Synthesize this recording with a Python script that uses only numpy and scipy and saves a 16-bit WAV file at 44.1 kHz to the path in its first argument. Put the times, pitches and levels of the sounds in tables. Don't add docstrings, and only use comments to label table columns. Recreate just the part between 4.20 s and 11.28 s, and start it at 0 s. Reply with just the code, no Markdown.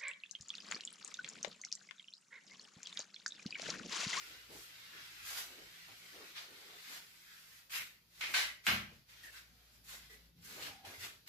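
import sys
import numpy as np
from scipy import signal
from scipy.fft import rfft, irfft
from scipy.io import wavfile
from scipy.ndimage import uniform_filter1d

SR = 44100
rng = np.random.default_rng(int(sys.argv[2]) if len(sys.argv) > 2 else 0)


def unload_audio(sound):
    columns = np.transpose(np.atleast_2d(sound))
    steps = np.round(np.clip(columns, -1, 1) * 32767)
    wavfile.write(sys.argv[1], SR, steps.astype(np.int16))


def gain_from_db(level_db):
    decades = np.asarray(level_db, float) / 20
    return 10 ** decades


N = 312430
T = np.arange(N) / SR
HZ = np.fft.rfftfreq(N, 1 / SR) + 1e-3


def read(table, hz):
    f, v = np.transpose(table)
    return np.interp(np.log(hz), np.log(f), v)


def unit(x):
    return x / np.sqrt(np.mean(x ** 2))


def shape(x, gain):
    return irfft(rfft(x) * gain, N)


def rings(table):
    return gain_from_db(sum(db / (1 + (2 * (HZ - f) / width) ** 2) for f, width, db in table))


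def between(lo_hz, hi_hz):
    return 1 / np.sqrt((1 + (lo_hz / HZ) ** 8) * (1 + (HZ / hi_hz) ** 8))


def walk(rate):
    k = int(SR / rate)
    steps = np.repeat(rng.standard_normal(N // k + 1), k)
    return unit(uniform_filter1d(uniform_filter1d(steps, k), k)[:N])


def patchy(x, spread_db, hole_db, size, count):
    hz, _, z = signal.stft(x, SR, nperseg=1536)
    field = uniform_filter1d(rng.standard_normal(z.shape[1:]), size=size, axis=0)
    field = unit(uniform_filter1d(field, size=count, axis=1))
    edge = np.interp(hz, [1800, 2900, 7700, 8450, 9300, 10500], [-3, -1.9, -1.6, -1, -1.6, -2.3])[:, None]
    loud = np.mean(np.abs(z) ** 2, axis=(0, 1))
    quiet = loud < np.quantile(loud, .19)
    edge = edge + 1.6 * np.outer(np.exp(-((hz - 8300) / 450) ** 2), quiet)
    z = z * gain_from_db(spread_db * field - hole_db * (field < edge))
    return signal.istft(z, nperseg=1536)[1][:, :N]


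# pitch_hz, level_db
PORT_DIFFERENCE = [(60, -10), (110, -9), (200, -9), (380, -7), (700, -3), (1290, 1), (2380, 0), (4400, 0),
                   (8120, 0), (15000, 0)]


def diffuse(grain_db, rate, clump_db=3.0):
    grains = rng.standard_normal((2, N)) * gain_from_db(grain_db * walk(rate))
    mid, side = patchy(grains, spread_db=clump_db, hole_db=0, size=2, count=6)
    side = shape(side, gain_from_db(read(PORT_DIFFERENCE, HZ)))
    return np.array([mid + side, mid - side])


def swells(s, held, rise, db, t60):
    t = T[::32, None]
    climb_db = 20 * np.clip(s - t, 0, None) / np.clip(rise, .002, None)
    decay_db = 60 * np.clip(t - s - held, 0, None) / t60
    power = gain_from_db(2 * (db - climb_db - decay_db))
    return np.interp(T, t[:, 0], power.sum(axis=1))


def touches(table, body_db, drum_db, t60s):
    s, held, rise, db, fizz_db = np.transpose(table)
    layers = zip((0, fizz_db, body_db, drum_db), t60s)
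    return np.array([swells(s, held, rise, db + more, t60) for more, t60 in layers])


# start_s, hiss_db, lean_db (how much body and panel join in)
PRESSURE = [(0.0, -52, 1), (0.12, -55, 5), (0.28, -60.5, 0), (0.45, -57.5, -1), (0.65, -56.5, -1),
            (1.0, -54.5, -5), (1.3, -57, 7.5), (1.6, -57.5, -2), (2.15, -61, 0.5), (2.4, -57, 8),
            (2.6, -58.5, -5), (2.84, -62.5, 3), (2.88, -63.5, -11), (3.4, -65, -11), (3.48, -74, 6),
            (3.601, -100, 0.5)]
# full_at_s, held_s, rise_s (per 20 dB), hiss_db, fizz_db (against hiss)
SCRAPES = [(0.33, 0.11, 0.05, -64, 7), (0.78, 0.088, 0.1, -57, -16.5), (1.063, 0, .03, -54, 0),
           (1.08, 0.055, 0.08, -47.5, 0), (1.18, 0.011, 0.0644, -43.5, 0), (1.96, 0.14, 0.7, -58.5, -4.5),
           (2.156, .01, .015, -55, -12), (2.17, 0.023, 0.03, -47, -10.5), (2.73, 0.028, 0.26, -50, -2.5),
           (3.1, 0.092, -0.1, -62, -6), (3.39, 0.0, 2.5, -65, 2.5), (3.497, .004, 0, -60, -3),
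           (3.504, 0.035, 0, -55, 0), (3.521, 0.03, .012, -49.5, 0.5), (3.536, .02, .02, -46, -2),
           (3.559, 0.016, 0.03, -42.5, -2.5), (3.96, .03, 0.1, -64.5, 0.5), (4.0, 0.0, 0.04, -60, 1),
           (4.009, 0.0077, -0.0146, -44, -11), (4.125, .01, -0.01, -52, -6),
           (4.038, 0.0027, -0.01, -47, -12), (4.138, 0.0, -0.07, -45, -16), (4.18, .04, .1, -56, 8),
           (4.11, 0.12, 0.13, -57, 5.5), (4.44, 0.0085, 0, -61, -7), (4.463, 0.022, 0.02, -47.5, 1.5)]
# full_at_s, held_s, rise_s (per 20 dB), hiss_db, fizz_db (against hiss)
SHUFFLES = [(4.74, 0.025, .1, -68.5, -2.5), (4.896, 0.12, 0.032, -60.5, -5.5),
            (5.036, 0.037, 0.02, -59, 0.5), (5.13, 0.019, 0.014, -63, 0), (5.174, 0.0, 0.1, -54.5, -3.5),
            (5.448, 0.11, 0.57, -70.5, -3.5), (5.535, 0.025, 0.028, -72, 3), (5.645, .02, .015, -70, 6),
            (5.694, 0.059, 0.046, -53, 0.5), (5.82, 0.046, .05, -62.5, -4), (5.902, 0.044, 0.012, -61, -2),
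            (6.03, 0.022, 0.056, -72, -8), (6.18, .03, .02, -76, -5), (6.224, .01, .01, -70, 4),
            (6.25, 0.021, 0.036, -61, 6.5), (6.304, 0.069, 0.082, -53, -2),
            (6.426, 0.046, 0.068, -46.5, -4.5), (6.56, .04, .05, -68, -14), (6.64, 0.017, .015, -64, -9),
            (6.65, 0.071, 0.003, -54, -3.5), (6.74, .02, .03, -60, -1), (6.81, 0.0071, .03, -54.5, -0.5),
            (6.848, 0.0, 0.1, -46, -2.5), (7.064, .005, .004, -66, -4), (7.075, .02, .002, -53, -2.5)]
# full_at_s, held_s, drum_db, body_db (against drum)
FLEXES = [(0.12, 0.0, -67.5, -10), (0.31, 0.055, -62.5, -5), (0.76, 0.0027, -68, -18), (1.12, 0.1, -77, 18),
          (1.3, 0.13, -67, -10), (1.69, 0.03, -73, 4.5), (1.84, 0.0, -66.5, -8), (1.95, 0.091, -63, -5.5),
          (2.31, 0.0, -66, -9), (2.43, 0.13, -75.5, 6), (2.2, 0.042, -76, 12), (2.7, 0.07, -72.5, 6.5),
          (3.55, 0.049, -84, 13), (4.03, 0.13, -70.5, 8), (4.094, .04, -64.5, -6), (4.72, 0.0028, -69, -9),
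          (5.05, 0.063, -78.5, 0), (5.742, 0.0, -75.5, 8.5), (5.95, 0.024, -75, -8), (6.304, 0.17, -65, -3),
          (6.384, 0.013, -57, -3), (6.486, 0.0, -66, 6), (6.655, 0.084, -64.5, 3.5),
          (6.848, 0.0, -62.5, 2.5)]
# hiss_t60_s, fizz_t60_s, body_t60_s, drum_t60_s
SCRAPE_T60_S = (0.38, 0.38, 0.28, 0.55)
SHUFFLE_T60_S = (0.38, 0.35, 0.42, 0.61)


def effort():
    s, db, lean_db = np.transpose(PRESSURE)
    against_hiss_db = 0, -6.5, -24 + lean_db, -24 + lean_db
    wipe_db = np.array([np.interp(T, s, db + more) for more in against_hiss_db])
    scrapes = touches(SCRAPES, body_db=-23.5, drum_db=-36, t60s=SCRAPE_T60_S)
    shuffles = touches(SHUFFLES, body_db=-20, drum_db=-25, t60s=SHUFFLE_T60_S)
    s, held, drum_db, body_db = np.transpose(FLEXES)
    rise_s, t60_s = 0.045, 0.31
    flex_body = swells(s, held, rise_s, drum_db + body_db, t60_s)
    flex_drum = swells(s, held, rise_s, drum_db, t60_s)
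    flex = [0 * T, 0 * T, flex_body, flex_drum]
    return np.sqrt(gain_from_db(2 * wipe_db) + scrapes + shuffles + flex)


# pitch_hz, level_db (per Hz)
RUB_COLOUR = [(44, -32), (75, 9), (136, -16), (178, -9), (296, -7), (387, -8), (577, -9), (981, -11.5),
              (1400, -8), (2000, -6), (2280, -6), (2910, -7), (5000, -6), (7710, -6), (8430, -9.5),
              (9400, -10), (11800, -6.5), (15000, -11)]
# pitch_hz, width_hz, level_db
FELT_RINGS = [(390, 160, 4), (1500, 140, 1.2), (2050, 130, .8)]


def rubbing():
    colour = gain_from_db(read(RUB_COLOUR, HZ)) * rings(FELT_RINGS)
    hiss = unit(shape(diffuse(0.71, 300), colour * between(1130, 4650)))
    fizz = unit(shape(diffuse(0.6, 400), colour * between(4350, 23600)))
    body = unit(shape(diffuse(1.5, 100, clump_db=1.5), colour * between(680, 1040)))
    drum = unit(shape(diffuse(1.3, 60, clump_db=1.4), colour * between(224, 636)))
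    return sum(gain * layer for gain, layer in zip(effort(), [hiss, fizz, body, drum]))


# start_s, peak_db, held_s (level tail), t60_s, gather_s (echoes build)
KNOCKS = [
    (4.009, -27, 0.05, 0.47, .022),
    (4.138, -19, 0.068, 0.4, .008),
    (4.466, -17.2, 0.042, 0.44, 0.0057),
]
# pitch_hz, level_db (per Hz)
KNOCK_COLOURS = [
    [(59, -53), (100, -51), (535, -26), (904, -16), (1560, -10), (2130, 1), (2800, -4), (5260, -13),
     (15000, -33.5)],
    [(59, -65), (100, -48.5), (425, -20), (646, -14), (1290, -13), (1530, -4), (2180, -6), (4260, -6.5),
     (5150, -10.5), (5720, -12), (15000, -27.5)],
    [(35, -46.5), (60, -13), (204, -5.5), (295, -13.5), (339, -8), (428, -13), (711, -8), (960, -10),
     (1300, -5), (1520, -3), (2200, -2), (2900, -4.5), (3660, -7), (5500, -13.5), (9230, -23.5),
     (13400, -17.5), (15000, -28)],
]
# pitch_hz, width_hz, level_db
KNOCK_RINGS = [(1160, 60, 3), (1550, 130, 1.2), (2140, 150, 2.5), (2480, 80, 2.5), (2950, 300, 2),
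               (4150, 250, 1.5)]
# pitch_hz, share of t60_s
TAIL_STRETCH = [(100, 1.9), (400, 0.86), (2000, 0.96), (12000, 0.79)]


def knocks():
    out = 0
    octaves_hz = 50 * 2 ** np.arange(0, 9.)
    for (s, db, hold, t60, gather), colour in zip(KNOCKS, KNOCK_COLOURS):
        age = np.clip(T - s, 0, None)
        tone = gain_from_db(read(colour, HZ)) * rings(KNOCK_RINGS)
        echoes = unit(shape(diffuse(0.3, 500, clump_db=2.2), tone))
        fading_s = np.logaddexp(0, (age - hold) / .02) * 0.021
        gathering = 1 - 0.49 * np.exp(-(age / gather) ** 2)
        for lo in octaves_hz:
            rise = (1 - np.exp(-age * lo / 2.9)) * gathering
            band = shape(echoes, (HZ >= lo) & (HZ < 2 * lo))
            local = uniform_filter1d(band ** 2 + 1e-18, size=int(400 + 4e5 / lo), axis=1)
            band = band * (np.mean(band ** 2) / local) ** .4
            tail_db = db - 12 - 60 * fading_s / (t60 * read(TAIL_STRETCH, lo * 1.4))
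            out = out + band * rise * gain_from_db(tail_db)
    return out


# (per octave away from 2300 Hz, up or down)
SNAPS = [
    (4.0121, -24, -27, -6),
    (4.1408, -22, -22, -5),
    (4.4674, -15, -12.5, 0),
    (4.4712, -26, -22, -4),
]
# start_s, left_db, right_db, slope_db
ECHOES = [(4.038, -33, -33, -8), (4.049, -35, -35, -8), (4.1445, -25, -25, -2), (4.479, -26, -26, -6),
          (4.486, -29, -29, -1), (4.4925, -26, -26, -5), (4.503, -28, -28, -6), (4.515, -28, -28, -7),
          (4.521, -29, -29, -6), (4.529, -29, -29, -7)]
# start_s, left_db, right_db, slope_db
TICKS = [(1.063, -45, -45, -8), (2.158, -50, -50, -6), (3.4965, -56, -56, 0), (3.561, -37, -37, -8),
         (3.674, -50, -50, -3), (7.0745, -53, -53, -1)]
# pitch_hz, level_db, t60_s
CRACK = [(2300, 0, .0022), (1600, -17, .012), (4000, -5, .0015), (8000, -4, .0012)]


def snaps():
    out = 0
    for s, left_db, right_db, slope_db in [*SNAPS, *ECHOES, *TICKS]:
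        age = np.clip(T - s, 0, None)
        x = 0
        for f, db, t60 in CRACK:
            tilt_db = slope_db * abs(np.log2(f / CRACK[0][0]))
            turns = f * age + .15 * rng.random((2, 1)) + .5
            x = x + gain_from_db(db + tilt_db - 60 * age / t60) * np.sin(2 * np.pi * turns)
        onset = np.clip(age / .00035, 0, 1) ** 2
        x = shape(x * onset, between(1250, 14000))
        peaks = gain_from_db(np.array([[left_db], [right_db]]))
        out = out + peaks * x / np.abs(x).max(axis=1, keepdims=True)
    return out


# pitch_hz, level_db, t60_s
CASE_RINGS = [
    [(1335, -57, .4), (1523, -56, .33), (2140, -45, .4), (2229, -49, .5), (2519, -50, .3), (2869, -53, .45)],
    [(1520, -34, .3), (1925, -43, .5), (2018, -42, .55), (2141, -38, .42), (2326, -43, .4),
     (2444, -40, .42), (2557, -44, .4), (3052, -42, .4), (3429, -45, .4), (3665, -45, .4), (4420, -40, .35)],
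    [(1150, -42, .4), (1471, -37, .35), (1577, -36, .35), (2140, -37, .33), (2475, -36, .25),
     (2799, -40, .33), (2970, -41, .35), (3327, -43, .4), (4124, -41, .27)],
]


def case():
    out = np.zeros((2, N))
    for (s, *_), modes in zip(KNOCKS, CASE_RINGS):
        on = slice(int(s * SR), int((s + .6) * SR))
        age = T[on] - T[on][0]
        rise = 1 - np.exp(-age / .004)
        for f, db, t60 in modes:
            flutter_db = 2 * np.array([walk(40)[on], walk(40)[on]])
            tone = np.sin(2 * np.pi * (f * age + rng.random((2, 1))))
            out[:, on] += rise * gain_from_db(db + flutter_db - 60 * age / t60) * tone
    return out


# pitch_hz, level_db, t60_s
BOOM = [(57.3, -53, .5), (70, -44, 0.54), (106.5, -36.5, 0.43), (118, -48.5, 0.26), (150, -55, 0.7),
        (175, -56, .4), (192.6, -34.5, 0.4), (221.7, -36.5, 0.45)]


def boom():
    age = np.clip(T - KNOCKS[-1][0], 0, None)
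    swell = (1 - np.exp(-age / 0.044)) ** 2
    modes = 0
    for f, db, t60 in BOOM:
        modes = modes + gain_from_db(db - 60 * age / t60) * np.sin(2 * np.pi * (f * age + rng.random()))
    return swell * modes


# start_s, length_s, pitch_hz, width_hz, level_db
SQUEAKS = [(0.293, 0.07, 420, 250, -65), (0.72, 0.085, 1800, 950, -59), (1.946, 0.078, 430, 260, -63),
           (1.353, 0.09, 420, 280, -66), (2.267, 0.32, 432, 96, -72), (2.672, 0.039, 255, 37, -72),
           (3.527, 0.094, 2140, 900, -46.5), (3.06, .12, 1700, 450, -65), (5.132, 0.063, 1520, 300, -60),
           (5.15, .035, 1980, 400, -62), (5.035, .06, 2500, 900, -68), (4.2, .11, 2020, 140, -51),
           (6.41, .08, 2900, 900, -56), (7.066, .02, 4800, 1500, -64), (5.893, 0.055, 1990, 138.9, -61),
           (5.894, 0.064, 408, 100, -70.5), (6.645, 0.025, 730, 350, -58.5), (6.82, 0.041, 2600, 300, -58),
           (6.815, .05, 4200, 1000, -59), (3.545, .05, 2800, 500, -52)]


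def squeaks():
    out = 0
    for s, length, f, width, db in SQUEAKS:
        on = np.clip(np.minimum((T - s) / (0.13 * length), (s + length - T) / 0.026 + 1), 0, 1)
        after_s = T - s - length
        tail = (after_s > 0) * gain_from_db(-7.5 - 60 * after_s.clip(0) / 0.49)
        ring = shape(diffuse(0, 9), 1 / (1 + (2 * (HZ - f) / width) ** 2))
        ring = ring / np.sqrt(uniform_filter1d(ring ** 2, size=1300, axis=1))
        out = out + gain_from_db(db) * np.maximum(on, tail) * ring
    return out


# start_s, length_s, pitch_hz, slip_rate_hz, level_db
CREAKS = [
    (5.034, 0.065, 1813, 125, -53.5),
    (6.735, .027, 2090, 150, -54),
    (6.808, .037, 1940, 120, -53.5),
]


def creaks():
    out = 0
    for s, length, f, rate, db in CREAKS:
        on = np.clip(np.minimum((T - s) / .004, (s + length - T) / 0.0088 + 1), 0, 1)
        slip_turns = np.array([np.cumsum(rate * (1 + .25 * walk(90))) / SR for _ in range(2)])
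        turns = np.array([np.cumsum(f * (1 + .03 * walk(250))) / SR for _ in range(2)])
        slips = 1 + .7 * np.cos(2 * np.pi * slip_turns)
        out = out + gain_from_db(db) * on * slips * np.sin(2 * np.pi * turns)
    return out


# start_s, pitch_hz, level_db
WHINE = [(6.505, 785, -75), (6.516, 785, -62), (6.537, 780, -68), (6.55, 780, -64), (6.572, 778, -62),
         (6.6, 768, -66), (6.64, 768, -68), (6.651, 780, -54), (6.67, 740, -75)]


def whine():
    s, hz, db = np.transpose(WHINE)
    flutter_db = 3.5 * np.array([walk(90), walk(90)])
    level_db = np.interp(T, s, db, left=-200, right=-200) + flutter_db
    pan_db = -5 * np.array([[.5], [-.5]])
    pitch_hz = np.interp(T, s, hz) + 24 * walk(200)
    return gain_from_db(level_db + pan_db) * np.sin(2 * np.pi * np.cumsum(pitch_hz) / SR)


# start_s, pitch_hz, level_db
HEELS = [(6.41, 100, -57), (6.49, 95, -60), (6.674, 100, -53), (6.78, 90, -53), (6.815, 106, -56),
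         (6.64, 90, -60)]


def heels():
    out = 0
    for s, f, db in HEELS:
        age = np.clip(T - s, 0, None)
        rise = 1 - np.exp(-age / 0.0043)
        out = out + rise * gain_from_db(db - 60 * age / 0.15) * np.sin(2 * np.pi * f * age)
    return out


# full_at_s, held_s, level_db
THUDS = [(0.1, 0.065, -74), (0.32, 0.052, -70), (0.74, 0.096, -79), (1.05, 0.0, -71.5), (1.18, 0.0, -73),
         (1.41, 0.023, -71), (1.71, 0.0, -70), (2.33, 0.056, -78), (2.76, 0.07, -81), (3.18, .2, -82.5),
         (3.61, 0.0078, -70), (4.0, 0.41, -77), (4.75, 0.03, -69.5), (5.02, 0.026, -77),
         (5.31, 0.038, -74.5), (5.51, .56, -76), (6.18, 0.18, -67), (6.3, .05, -73), (6.44, 0.11, -67),
         (6.67, 0.0, -73), (6.86, 0.0, -70), (6.95, 0.073, -76)]


def thuds():
    s, held, db = np.transpose(THUDS)
    rumble_db = -82.5
    gain = np.sqrt(swells(s, held, 0.09, db, .36) + gain_from_db(2 * rumble_db))
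    return gain * unit(shape(diffuse(0.53, 30, clump_db=1.5), between(47, 232)))


# start_s, first_db (fundamental), third_db (third partial against it)
HUM = [(0.0, -86, -14), (0.18, -73, -17), (0.73, -91, 14), (1.01, -71, -14), (1.65, -83.5, 9),
       (2.03, -93, 13), (2.8, -85.5, 4.5), (3.6, -83.5, 1), (4.18, -76, -2), (4.25, -66, -16),
       (4.4, -82, -6), (4.9, -76, -14), (5.46, -68.5, -19.5), (6.09, -65.5, -9.5), (6.19, -85, 22),
       (6.5, -83, -5), (6.8, -72, -10), (7.08, -88, 5)]
# start_s, level_db
SECOND = [(0, -82), (.9, -76), (1.3, -84), (2.2, -84), (2.85, -90), (3.5, -88), (4.2, -78), (4.9, -79),
          (5.25, -77), (5.6, -83), (6.2, -79), (7.08, -81)]


def hum():
    s, first_db, third_db = np.transpose(HUM)
    turns = np.cumsum(56.6 + 0.602 * walk(4.0)) / SR
    first = np.interp(T, s, first_db)
    second = np.interp(T, *np.transpose(SECOND)) + 2.0 * walk(9)
    third = np.interp(T, s, first_db + third_db)
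    out = 0
    for k, db in enumerate([first, second, third], start=1):
        out = out + gain_from_db(db + 1.0 * walk(7.1)) * np.sin(2 * np.pi * k * turns)
    return out


# pitch_hz, level_db (per Hz)
HISS = [(18, -27), (30, -12), (171, -20), (394, -15.5), (1140, -21), (2030, -22.5), (4780, -14.5),
        (7400, -25.5), (8400, -32), (9500, -26), (11600, -20), (15000, -23)]
# full_at_s, held_s, dip_db (strength; 0 turns the hiss down 3 dB)
DIPS = [
    (3.8, .11, 0.84),
    (4.83, 0.029, 0.79),
    (6.12, .03, 3),
]


def room_hiss():
    floor = gain_from_db(-69) * unit(shape(diffuse(0.31, 30), gain_from_db(read(HISS, HZ))))
    s, held, db = np.transpose(DIPS)
    return floor / np.sqrt(1 + swells(s, held, .1, db, 0.23))


def scene():
    noisy = patchy(rubbing() + knocks() + room_hiss(), spread_db=0, hole_db=25, size=5, count=11)
    struck = snaps() + case() + boom()
    steps = squeaks() + creaks() + whine() + heels()
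    return noisy + struck + steps + thuds() + hum()


def top_cut(x):
    return signal.sosfilt(signal.butter(12, 15980, fs=SR, output="sos"), x)


# pitch_hz, level_db (left minus right)
PORTS = [(60, 3), (110, -1), (200, 2.5), (380, 0.5), (700, 0), (1290, 0.5), (2380, -0.5), (4400, 2),
         (8120, -0.5), (15000, -5.5)]


def record(dry):
    half_db = read(PORTS, HZ) / 2
    mix = shape(dry, gain_from_db(np.array([half_db, -half_db])) * (HZ < 15040))
    return top_cut(mix)


dry = scene()
out = record(dry)
unload_audio(out)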